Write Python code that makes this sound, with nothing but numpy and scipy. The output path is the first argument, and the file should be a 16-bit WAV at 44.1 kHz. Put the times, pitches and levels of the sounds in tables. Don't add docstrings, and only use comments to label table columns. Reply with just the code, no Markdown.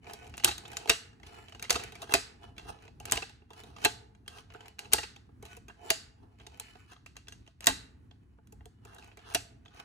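import sys
import numpy as np
from scipy import signal
from scipy.fft import rfft, irfft, next_fast_len
from scipy.io import wavfile
from scipy.ndimage import uniform_filter1d

SR = 44100
rng = np.random.default_rng(int(sys.argv[2]) if len(sys.argv) > 2 else 0)


def unload_audio(sound):
    columns = np.transpose(np.atleast_2d(sound))
    steps = np.round(np.clip(columns, -1, 1) * 32767)
    wavfile.write(sys.argv[1], SR, steps.astype(np.int16))


def invert_db(level):
    return 10 ** (np.asarray(level, dtype=float) / 20)


N = 433944
SIZE, LEAD = 4096, 512

# (frequency [Hz], level [dB per Hz])
AIR = [(25, -29.5), (36, -12.5), (52, -1.5), (108, -2.5), (160, -13), (250, -11.5), (330, -17.5),
       (600, -37), (1000, -35), (1650, -38), (3000, -50.5), (8000, -56), (16000, -50.5)]
# (time [s], level [dB])
DRAUGHT = [
    (0.0, -58),
    (0.52, -56),
    (1.23, -59),
    (2.05, -53.5),
    (2.38, -57.5),
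    (4.27, -57.5),
    (4.96, -56),
    (6.93, -59),
    (8.06, -57),
    (9.84, -58),
]
# (frequency [Hz], decay time t60 [s])
ROOM = [(150, 1), (500, 0.97), (1500, 0.58), (4000, 0.43), (6500, 0.3), (10000, 0.1), (15000, 0.1)]
# (frequency [Hz], left minus right [dB])
PORT_BALANCE = [(60, 0), (400, 0), (700, -5), (1300, -1), (4400, -1), (8000, 0), (16000, 0)]
# (frequency [Hz], difference over sum [dB])
WIDTH = [(25, -24), (60, -21), (125, -12), (500, -1), (1200, 2), (1900, -3), (3300, 1), (4300, -2),
         (5000, 3), (6000, -7), (9500, -3), (12000, 7), (12900, 27), (14600, 27), (15600, 12)]

# (frequency [Hz], level [dB], decay time t60 [s])
BEAMS = [(1283, 0.5, 0.016), (1600, -8.5, 0.063), (2070, -8.5, 0.011), (2150, -15, 0.008), (2750, 0, 0.046),
         (3300, 4.5, 0.013), (3973, 1.5, 0.018), (4730, -10.5, 0.015), (6470, -1.5, 0.027),
         (7070, 7, 0.005), (8150, -7, 0.046), (12000, -27, .015)]
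# (frequency [Hz], level [dB], decay time t60 [s])
FRAME = [(406, -9.5, 0.033), (440.5, 1, 0.062), (490, -12.5, 0.047), (713.4, 0, 0.069),
         (826.3, -0.5, 0.073), (910, -6.5, 0.033)]
# (frequency [Hz], level [dB], decay time t60 [s])
DESK = [(75, 1.5, 0.14), (111, -7, 0.2), (192, -14.5, 0.13), (285, 1.5, 0.071)]
# (frequency [Hz], level [dB], decay time t60 [s])
STRUCK = [
    [(1670, -5.5, 0.026), (3680, -3, 0.042), (4270, -1, 0.03), (8100, -7, 0.029)],
    [(2740, -4.5, 0.039), (4447, -25, 0.52), (5930, -3, 0.028), (7860, -1.5, 0.03)],
    [(1730, -20, 0.13), (4597, -8, 0.013), (6248, -9.5, 0.014), (7600, -13, 0.057)],
    [(2605, -7.5, 0.034), (3420, -17, 0.043), (4960, 1.5, 0.018), (7870, 0, 0.017)],
    [(2650, -10, 0.048), (4900, -9, 0.026), (6390, -10.5, 0.031), (7860, -2.5, 0.012)],
    [(1620, -16.5, 0.2), (2720, -19, 0.056), (3530, 1.5, 0.013), (7881, -23, 0.078)],
    [(1345, -7.5, 0.087), (1590, -14, 0.12), (4900, 0, 0.044), (5900, -4.5, 0.043)],
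    [(2840, -2, 0.1), (4600, 1, 0.03), (6830, -1, 0.078), (7000, -7, 0.05)],
    [(2000, -2.5, 0.024), (2750, 2, 0.066), (3956, -2.5, 0.02), (8800, -20, 0.056)],
    [(1640, -19.5, 0.083), (2666, 0, 0.046), (4450, -10, 0.051), (5940, -1, 0.022)],
]
# (frequency [Hz], level [dB], decay time t60 [s])
ROCKED = [
    [(366, -2, 0.14), (816, 0, 0.068)],
    [(440, -4, 0.07), (705.6, -1.5, 0.092)],
    [(473, -2, 0.065), (704, -4.5, 0.31)],
    [(402, -6, 0.15), (694, 0, 0.14)],
    [(807, -6, 0.083), (993, -7, 4.2)],
    [(424, -7.5, 0.18), (712, -0.5, 0.13)],
    [(449, -4.5, 0.092), (840, -1.5, 0.034)],
    [(430, -17, 0.27), (695, 0.5, 0.12)],
    [(302, -2, .12), (689, -6.5, 0.06), (870, 1, 0.1), (1070, -2.5, 0.045)],
    [(432, -12, 0.1), (699, 0.5, 0.064)],
]
# (frequency [Hz], level [dB])
CRACK = [(700, -27), (1500, -4), (2500, -7), (4500, -1), (6000, -6.5), (8000, -3.5), (10500, -7),
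         (13000, 1.5), (15600, -17.5), (16800, -44)]
# (frequency [Hz], level [dB per Hz])
SCRAPE = [(600, -40), (1000, 6.5), (1600, 6), (3000, 3.5), (4500, -11), (6500, -6), (10000, -15),
          (13500, -1.5), (16000, -20.5), (16900, -61.5)]

# (start [s], end [s], scrape at start [dB], scrape at end [dB], frame hum re scrape [dB])
STROKES = [(0.078, 0.45, -54.5, -66, 3.5), (0.555, 0.86, -61.5, -57, 1.5), (1.275, 1.664, -54.5, -69.5, 0),
           (1.797, 1.89, -52, -58.5, 3), (2.031, 2.06, -46.5, -61, 1.5), (2.435, 2.49, -58.5, -65.5, 4),
           (2.82, 2.84, -63.5, -56.5, -3), (3.586, 3.73, -61.5, -65.5, 2.5),
           (4.306, 4.37, -60.5, -49.5, -4), (4.524, 4.7, -63.5, -67.5, 6), (4.807, 5.1, -65, -82, 7.5),
           (5.451, 5.52, -61.5, -53.5, -3), (6.179, 6.51, -71.5, -74.5, 6.5), (6.394, 6.6, -68, -63, 1),
           (6.617, 6.842, -61.5, -64, -9), (6.923, 6.94, -55, -61, -9), (7.295, 7.14, -65.5, -64, -4.5),
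           (7.47, 7.52, -69.5, -70.5, -21), (8.882, 9.19, -56.5, -72.5, 1), (9.744, 9.8, -63.5, -53.5, 0)]
# (start [s], end [s], scrape at end [dB], frame hum re scrape [dB])
PULLS = [
    (2.061, 2.116, -41, 1.5),
    (2.557, 2.693, -49, 4.5),
    (3.006, 3.08, -53.5, 6),
    (3.496, 3.581, -51, -2),
    (3.712, 3.855, -45.5, -4.5),
    (5.742, 5.886, -52.5, 2.5),
    (7.605, 7.64, -56, -11.5),
    (9.147, 9.325, -51, -1.5),
]
# (time [s], centre frequency [Hz])
RUB = [(0.0, 1148), (0.13, 2293), (3.26, 2220), (3.78, 1490), (3.81, 3982), (4.08, 1780), (4.85, 2707),
       (5.81, 1320), (5.86, 4410), (6.3, 1445), (6.63, 4015), (6.77, 1072), (7.18, 2690), (9.12, 1387),
       (9.34, 2975), (9.84, 1553)]

# (time [s], peak level [dB])
THUDS = [
    (0.458, -40.5),
    (0.898, -48.5),
    (1.72, -38),
    (2.151, -38.5),
    (3.13, -36),
    (3.859, -42),
    (4.945, -38),
    (5.922, -49),
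    (7.691, -30.5),
    (9.352, -44.5),
]
# (time [s], peak level [dB], frame knock re peak [dB],
# struck beam [Hz], top above 6.5 kHz re below [dB])
SNAPS = [
    (0.445, -4, -26.5, 3843, 7),
    (0.895, -9, -17.5, 2800, 0),
    (1.705, -6.5, -23, 6880, 3.5),
    (2.1381, -8, -12, 2548, 0.5),
    (3.1209, -6, -26.5, 8384, 8),
    (3.848, -9, -12, 4020, 1.5),
    (4.9333, -4.5, -24, 4390, 7.5),
    (5.9025, -11, -14, 4900, 2),
    (7.6693, -5.5, -22, 3890, 5.5),
    (9.3468, -12.5, -14.5, 2790, 6.5),
]
# (time [s], peak level [dB], frame knock re peak [dB],
# ring [Hz], top re below [dB])
REBOUNDS = [
    (0.45, -22.5, -16, 1562, -17.5),
    (0.898, -12, -20, 3850, -7),
    (3.1249, -21, -11.5, 3096, -14.5),
    (3.851, -11, -21.5, 4194, -9),
    (4.9383, -21, -11.5, 1600, -7),
    (7.6711, -16.5, -9.5, 2000, -11.5),
    (9.349, -16, -19.5, 6036, -4),
]
# (time [s], peak level [dB], frame knock re peak [dB],
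# ring [Hz], top re below [dB])
BOUNCES = [(0.437, -25, -13, 4400, -12.5), (0.458, -36, -10.5, 2720, -0.5),
           (0.4744, -21.5, -12, 1260, -7.5), (0.483, -21, -11, 3980, -1), (0.5107, -28, -15, 4000, -11.5),
           (1.696, -21, -18.5, 4730, -5), (1.7253, -25, -15, 3070, -1.5), (1.7443, -25, -19.5, 2720, -7.5),
           (1.755, -21.5, -11.5, 1330, -14.5), (1.7949, -35, -5.5, 2650, -9.5),
           (3.1118, -23, -17, 3600, 8.5), (3.1299, -26, -14, 3800, -3.5), (3.1553, -26, -16.5, 2820, -5),
           (3.1695, -20.5, -12.5, 2900, -17.5), (3.8532, -24, -1.5, 1390, -11.5),
           (4.9244, -26.5, -16.5, 3250, -5), (4.9812, -24, -9, 1900, -13), (5.0312, -31.5, -8, 2650, -20),
           (5.8935, -39.5, -39, 4520, -21), (7.6425, -30, -23, 2740, -3.5), (7.659, -27, -14, 5450, 7.5),
           (7.6754, -19.5, -13, 2870, -11), (7.6864, -22, -7.5, 7860, 7), (7.6966, -28.5, -11.5, 3670, 0)]
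# (time [s], peak level [dB], ring [Hz], top re below [dB])
PINS = [(0.1344, -28.5, 5770, 5.5), (0.3695, -40, 2920, 12.5), (0.3785, -27.5, 2860, -4),
        (0.5801, -32, 3900, 3), (0.7685, -24, 7130, -3), (1.5951, -37.5, 2760, -11),
        (1.625, -26.5, 2430, 3), (1.837, -31, 2720, 4.5), (2.5806, -35, 3480, -12), (3.054, -30, 2830, 2),
        (3.0975, -33, 2780, -21), (4.2785, -32.5, 3300, -3), (4.6064, -44, 3140, -15),
        (4.657, -45.5, 2930, -18), (4.6812, -37.5, 2750, -2.5), (1.6475, -37, 2130, -21),
        (4.7909, -28.5, 2869, -3.5), (4.9182, -37, 2760, -7), (6.5982, -25.5, 4240, 8),
        (7.0613, -42, 2750, -6.5), (1.6405, -37, 3930, -22), (7.166, -38, 2750, -7),
        (7.2826, -36, 6400, -3.5), (7.3226, -37.5, 6346, -5), (7.6064, -34.5, 2881, -0.5),
        (8.4714, -52.5, 2640, 4.5), (9.339, -36, 2486, 3)]
# (time [s], peak level [dB], ring [Hz], top re below [dB])
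CATCHES = [(0.0963, -40, 1700, -14), (0.3391, -39.5, 2720, -24), (0.3972, -37.5, 2970, -20),
           (0.716, -37, 2350, -1.5), (1.231, -41, 2240, -17.5), (1.2683, -45.5, 3660, -1),
           (1.4827, -42, 3070, -17.5), (1.5223, -42, 3000, -21), (1.5476, -40, 2900, -16.5),
           (1.953, -39, 2340, -8.5), (3.7634, -42, 1250, -18), (4.502, -48.5, 2900, -27),
           (4.8543, -44, 2740, -24), (5.161, -43.5, 3560, -13), (6.407, -50, 3300, -33),
           (6.4659, -39, 3710, -7), (6.918, -44, 1483, -8.5), (7.4641, -55, 2750, -14),
           (8.1106, -50.5, 3353, -24.5), (8.946, -47, 1425, 12), (8.983, -43.5, 1620, -6.5),
           (9.043, -49, 2610, -0.5), (9.6578, -45.5, 3540, -26)]
# (time [s], peak level [dB], ring [Hz], top re below [dB])
TAPS = [(0.0669, -42, 2460, -28), (0.2665, -45.5, 2640, -7.5), (0.6527, -40.5, 3650, -22),
        (0.679, -41, 3800, 3), (0.7305, -38.5, 1600, -7), (1.9214, -39.5, 3830, -3),
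        (2.0182, -33.5, 3870, 0.5), (2.431, -49, 3300, -10), (2.687, -45.5, 1670, -16),
        (2.878, -44.5, 2780, -23.5), (3.0, -35.5, 2990, 0.5), (4.2612, -55.5, 1600, -13.5),
        (5.452, -39.5, 3960, 2), (5.5671, -39.5, 2640, 6), (5.6823, -44.5, 2550, -3),
        (5.6975, -43.5, 1650, -35), (7.4748, -47, 3090, -14), (8.523, -43.5, 2670, 11),
        (8.6554, -40, 3440, 4.5), (9.024, -47.5, 2600, -13), (9.1714, -43.5, 2390, -5.5),
        (9.19, -49, 1620, -18.5), (9.796, -48.5, 1500, -17)]
# (time [s], peak level [dB], ring [Hz], top re below [dB])
BUMPS = [(0.8747, -34.5, 2350, -8), (2.0931, -41, 1710, -32), (2.8515, -51, 2876, -8),
         (3.4192, -55, 2740, -36.5), (3.5041, -43.5, 3600, -8), (3.6352, -44, 3730, 0),
         (4.547, -42.5, 1500, -34), (5.2905, -56.5, 1260, -41), (5.425, -41, 2237, 3.5),
         (6.753, -47.5, 1520, -27), (8.385, -57, 1442, -38.5), (8.6066, -53.5, 2030, -34.5),
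         (8.85, -44, 2690, -1), (9.075, -54, 2600, 10), (9.308, -48.5, 2400, -18), (9.7451, -52, 2110, -2)]
# (time [s], peak level [dB], ring [Hz], top re below [dB])
GRAZES = [(0.0422, -51, 1660.0, -20), (0.1412, -47.5, 3230, -2.0), (0.2412, -49.5, 2800.0, -30.5),
          (0.2742, -49, 2370.0, 0.5), (0.2952, -50.5, 2840.0, -1.5), (0.4242, -46.5, 2930.0, -15.5),
          (0.7632, -42, 2950.0, -2), (0.8562, -55.0, 1212, -1), (0.8862, -33, 4490, -5.5),
          (1.1302, -56, 1617, -21.0), (1.1982, -50.5, 1855, -20), (1.3572, -51.5, 1420.0, -21),
          (1.4942, -48, 2330.0, -6.0), (1.6182, -46.0, 1930, -4.5), (1.6812, -48.0, 2366, -25.5),
          (1.9452, -51, 2370.0, -14.0), (2.5642, -55, 2320, -13.0), (4.149, -54, 2400.0, -19),
          (2.7872, -55, 2780.0, -23.0), (2.8222, -50.5, 2000.0, -3), (3.2212, -31, 2670, -16),
          (3.2942, -44.5, 3530.0, -4), (3.5322, -45.5, 2680, -4), (3.6722, -56.5, 2115, -4),
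          (3.8262, -40, 1536, -11), (4.3832, -41.5, 3250, -12.0), (4.5372, -47, 2820.0, -1),
          (4.7852, -44, 2560, -17), (4.8462, -45.0, 3040.0, -9), (4.8672, -59, 2890.0, -18.5),
          (4.9572, -33.5, 7390, 4), (5.4612, -49, 2740, 4), (6.3982, -48.5, 3350, -19),
          (6.4182, -60.5, 3570.0, -27), (6.5732, -50, 2000.0, 3), (6.9622, -51.5, 1260, -27),
          (7.1552, -54, 2050, -19.5), (7.2702, -50.5, 2670.0, -24), (7.6122, -56, 2780.0, -16.5),
          (7.6232, -46, 2690, -6), (7.6292, -42, 2890.0, -9.5), (8.9622, -51, 1550.0, -17),
          (8.9942, -50, 1580, -7), (9.1152, -51, 2600, -26), (9.6512, -55, 1590.0, -9.5),
          (9.6802, -51.5, 3420, -23)]

PIN_KNOCK_DB, CATCH_KNOCK_DB, TAP_KNOCK_DB, BUMP_KNOCK_DB, GRAZE_KNOCK_DB = -22.5, -11, -8, -2, -10
STRUCK_DB, STRUCK_T60_S, ROCKED_DB, ROCKED_T60_S = 6.5, 0.082, 7.5, 0.09
FLEX = 0.02
NEAR_S = 0.12
CREEP_DB, REST_DB, REST_HUM_DB = -72, -76.5, 0.5
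START_DB_PER_S, STOP_DB_PER_S = 298, 260
HISS_DB, HISS_FROM_DB, HISS_PER_DB = -11, -64.5, 0.31
RUB_DB_PER_OCTAVE = 2.5


def read(table, hz):
    f, v = np.transpose(table)
    return np.interp(np.log(hz + 1), np.log(f + 1), v)


def unit(x):
    return x / np.sqrt(np.mean(x ** 2))


def peak(x):
    return x / np.max(np.abs(x))


def colour(x, gain):
    n = next_fast_len(x.shape[-1])
    spectrum = rfft(x, n) * gain(np.fft.rfftfreq(n, 1 / SR))
    return irfft(spectrum, n)[..., :x.shape[-1]]


def ring(modes, hz, scatter_db=0, damp=1, shift=1):
    f, db, t60 = np.transpose(modes)[:, :, None]
    pole = np.exp(2j * np.pi * f * shift / SR - np.log(1000) / (damp * t60 * SR))
    z = np.exp(-2j * np.pi * hz / SR)
    resonance = pole.imag * z / ((1 - pole * z) * (1 - pole.conj() * z))
    return np.sum(invert_db(db + scatter_db) * resonance, axis=0)


def walk(rate):
    k = int(SR / rate)
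    return uniform_filter1d(np.repeat(rng.standard_normal(N // k + 1), k), k)[:N]


def add(out, s, x):
    i = max(int(s * SR), 0)
    out[..., i:i + x.shape[-1]] += x[..., :N - i]


def air():
    noise = colour(rng.standard_normal((2, N)), lambda hz: invert_db(read(AIR, hz)))
    swell_db = np.interp(np.arange(N) / SR, *np.transpose(DRAUGHT))
    return invert_db(swell_db + 1.0 * walk(2.5) + 2.2 * walk(11)) * unit(noise)


def room(dry):
    t, tail = np.arange(SR) / SR, 0
    for hz, t60 in ROOM:
        noise = rng.standard_normal((2, SR))
        band = colour(noise, lambda f: np.exp(-(np.log((f + 1) / hz) / 0.65) ** 2))
        tail = tail + band * invert_db(-50 * t / t60 - 60 * t ** 2 / t60)
    tail = tail * (1 - np.exp(-t / 0.00084))
    tail = tail / np.sqrt(np.sum(tail ** 2) / 2)
    return signal.fftconvolve(dry[:1], tail, axes=1)[:, :N]


def thuds():
    out, t, hz = np.zeros((2, N)), np.arange(4 * SIZE) / SR, np.fft.rfftfreq(4 * SIZE, 1 / SR)
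    for s, db in THUDS:
        push = t * np.exp(-t / 0.016) * rng.standard_normal(len(t))
        boom = irfft(rfft(push) * ring(DESK, hz))
        add(out, s - 0.01, invert_db(db) * peak(boom))
    return out


def hand():
    t = np.arange(N) / SR
    db, hum_db = np.full(N, 1. * REST_DB), np.full(N, 1. * REST_HUM_DB)
    pulls = [(start, end, CREEP_DB, to_db, own_db) for start, end, to_db, own_db in PULLS]
    for start, end, from_db, to_db, own_db in STROKES + pulls:
        move = np.interp(t, [start, end], [from_db, to_db])
        move = move - START_DB_PER_S * np.maximum(start - t, 0) - STOP_DB_PER_S * np.maximum(t - end, 0)
        hum_db = np.where(move > db, own_db, hum_db)
        db = np.maximum(move, db)
    hiss_db = HISS_DB + HISS_PER_DB * np.maximum(db - HISS_FROM_DB, 0)
    return db, uniform_filter1d(hum_db, size=SR // 50), hiss_db


def friction_grit():
    grains = np.repeat(rng.exponential(size=N // 48 + 1), 48)[:N]
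    return rng.standard_normal((2, N)) * invert_db(2.2 * walk(40) + 1.5 * walk(200) + 2.9 * grains)


def rubbing_beams(grit):
    lean = invert_db(5.5 * np.array([walk(7.1), walk(9), walk(8.2)]))
    lean = lean / np.sqrt(np.sum(lean ** 2, axis=0))
    rub = 0
    for k, shift in enumerate([0.93, 1, 1.08]):
        def body(hz):
            return invert_db(read(SCRAPE, hz)) * (1 + 0.022 * np.abs(ring(BEAMS, hz, damp=1.7, shift=shift)))
        rub = rub + lean[k] * colour(np.roll(grit, 9 * k, axis=1), body)
    return rub


def slide():
    db, hum_db, hiss_db = hand()
    grit = friction_grit()
    rub = rubbing_beams(grit)
    centre = np.interp(np.arange(N) / SR, *np.transpose(RUB))

    def band(mid_hz):
        part = colour(rub, lambda hz: np.exp(-(np.log((hz + 1) / mid_hz) / 0.37) ** 2))
        return part * invert_db(2.4 * walk(16) - RUB_DB_PER_OCTAVE * np.abs(np.log2(centre / mid_hz)))

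    low = band(840) + band(1500) + band(2200) + band(4100) + invert_db(-4.0) * band(4200)
    hiss = colour(rub, lambda hz: 1 - 1 / (1 + (hz / 5500) ** 6)) * invert_db(2.0 * walk(38))
    hum = colour(grit, lambda hz: ring(FRAME, hz, damp=0.7) / (1 + (260 / (hz + 1)) ** 4))
    hum = hum * invert_db(3.0 * walk(14))
    db = db + np.minimum(db + 68, 0)
    return invert_db(db) * (unit(low) + invert_db(hiss_db) * unit(hiss) + invert_db(hum_db) * unit(hum))


def contacts():
    kinds = [(PINS, PIN_KNOCK_DB), (CATCHES, CATCH_KNOCK_DB), (TAPS, TAP_KNOCK_DB),
             (BUMPS, BUMP_KNOCK_DB), (GRAZES, GRAZE_KNOCK_DB)]
    small = [(s, db, knock_db, hz, top_db) for rows, knock_db in kinds for s, db, hz, top_db in rows]
    return SNAPS + BOUNCES + small + REBOUNDS


def chattering_push(noise, t, hard, knock_db, loose):
    after = np.maximum(t, 0)
    rise = 1 - np.exp(-(after / (0.0005 + 0.0012 * loose + 0.001 * (1 - hard))) ** 2)
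    main_s = 0.00082 + 0.0006 * hard + 0.00032 * hard * max(knock_db + 29.5, 0)
    decay = 0.67 * hard * np.exp(-after / 0.00083) + np.exp(-after / main_s)
    decay = decay + 0.17 * hard * np.exp(-after / 0.026)
    graze = invert_db(-24) * np.exp(-np.abs(t) / 0.0004)
    uneven = invert_db(3.0 * np.repeat(rng.standard_normal(SIZE // 32), 32))
    blow = 2.5 * hard * np.exp(-((t - 0.0005) * SR / 1.6) ** 2)
    push = rfft(noise * (rise * decay + graze) * uneven + blow * np.array([[1], [0], [0]]))
    return push[0] + 0.94 * push[1:]


def plastic_snap(push, crack, beams, top, t, hard, sharp_db):
    ringing = invert_db(2.5 - 9.3 * hard) * peak(irfft(push * beams))
    body = rfft(peak(irfft(push * crack)) + ringing)
    below, above = peak(irfft(body * (1 - top))), peak(irfft(body * top))
    above = above * (0.04 + np.exp(-np.maximum(t, 0) / 0.0057))
    return peak(below + invert_db(sharp_db) * peak(above))


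def frame_knock(noise, frame, t, hz, hard):
    no_bass = 1 / (1 + (330 / (hz + 1)) ** 6)
    landing = np.exp(-((t - 0.004 - 0.005 * hard) / 0.004) ** 2)
    swing = landing * (noise[0] + 0.5 * noise)
    return peak(irfft(rfft(swing) * no_bass * frame))


def clicks():
    out, hz = np.zeros((3, N)), np.fft.rfftfreq(SIZE, 1 / SR)
    t = (np.arange(SIZE) - LEAD) / SR
    crack = invert_db(read(CRACK, hz))
    snap_times = np.transpose(SNAPS)[0]
    for k, (s, db, knock_db, beam_hz, sharp_db) in enumerate(contacts()):
        noise, own = rng.standard_normal((3, SIZE)), rng.standard_normal((len(BEAMS), 1))
        top = 1 / (1 + (6500 * invert_db(0.5 * min(sharp_db + 22, 0)) / (hz + 1)) ** 6)
        hard = np.clip((db + 59.5) / 40, 0, 1)
        last = np.argmin(np.abs(snap_times - s))
        since = s - snap_times[last]
        loose = 0.01 < since < NEAR_S

        flex = 1 + FLEX * rng.standard_normal((len(BEAMS), 1))
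        beams = ring(BEAMS, hz, 2.8 * own, shift=flex) + invert_db(10.5) * ring([(beam_hz, 0, 0.018)], hz)
        frame = ring(FRAME, hz, 2 * own[:len(FRAME)], shift=flex[:len(FRAME)] ** 1.2)
        if k < len(SNAPS):
            struck = np.minimum(STRUCK[k], [SR, SR, STRUCK_T60_S])
            beams = beams + invert_db(STRUCK_DB) * ring(struck, hz)
        if abs(since) < NEAR_S:
            rocked = np.minimum(ROCKED[last], [SR, SR, ROCKED_T60_S])
            frame = frame + invert_db(ROCKED_DB) * ring(rocked, hz, shift=flex[0])

        push = chattering_push(noise, t, hard, knock_db, loose)
        snap = plastic_snap(push, crack, beams, top, t, hard, sharp_db)
        knock = invert_db(knock_db + 0.4 * hard) * frame_knock(noise, frame, t, hz, hard)
        even = crack * (1 - top + top * invert_db(0.62 * sharp_db)) * (1 + 0.008 * np.abs(beams))
        even = np.roll(irfft(even), LEAD)
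        even = even * np.sqrt(np.sum(snap[0] ** 2) / np.sum(even ** 2))
        even = even * (not 0 < since < 0.01)
        contact = np.vstack([snap, even]) + knock * np.array([[1], [1], [0.27]])
        add(out, s - LEAD / SR, invert_db(db + 3.5) * contact)
    return out


def ports(x, turn=1, widest_db=30):
    def share(hz):
        return 1 / np.sqrt(1 + invert_db(np.minimum(read(WIDTH, hz), widest_db)) ** 2)

    mid = colour(x[0], share)
    side = colour(x[1], lambda hz: turn * np.sqrt(1 - share(hz) ** 2))
    left = colour(mid + side, lambda hz: invert_db(read(PORT_BALANCE, hz) / 2))
    right = colour(mid - side, lambda hz: invert_db(-read(PORT_BALANCE, hz) / 2))
    return np.array([left, right])


def scene():
    toy, boom, rub = clicks(), thuds(), slide()
    echo = invert_db(-12.0) * room(toy[2:] + boom[:1] + rub[:1])
    close = ports(toy[:2] + boom, turn=1j, widest_db=24)
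    return close + ports(rub + echo + air())


def band_limit(x):
    return signal.sosfilt(signal.butter(12, 17000, fs=SR, output="sos"), x)


def record(dry):
    cut = signal.sosfilt(signal.butter(3, 40, "high", fs=SR, output="sos"), dry)
    return band_limit(cut)


dry = scene()
out = record(dry)
unload_audio(out)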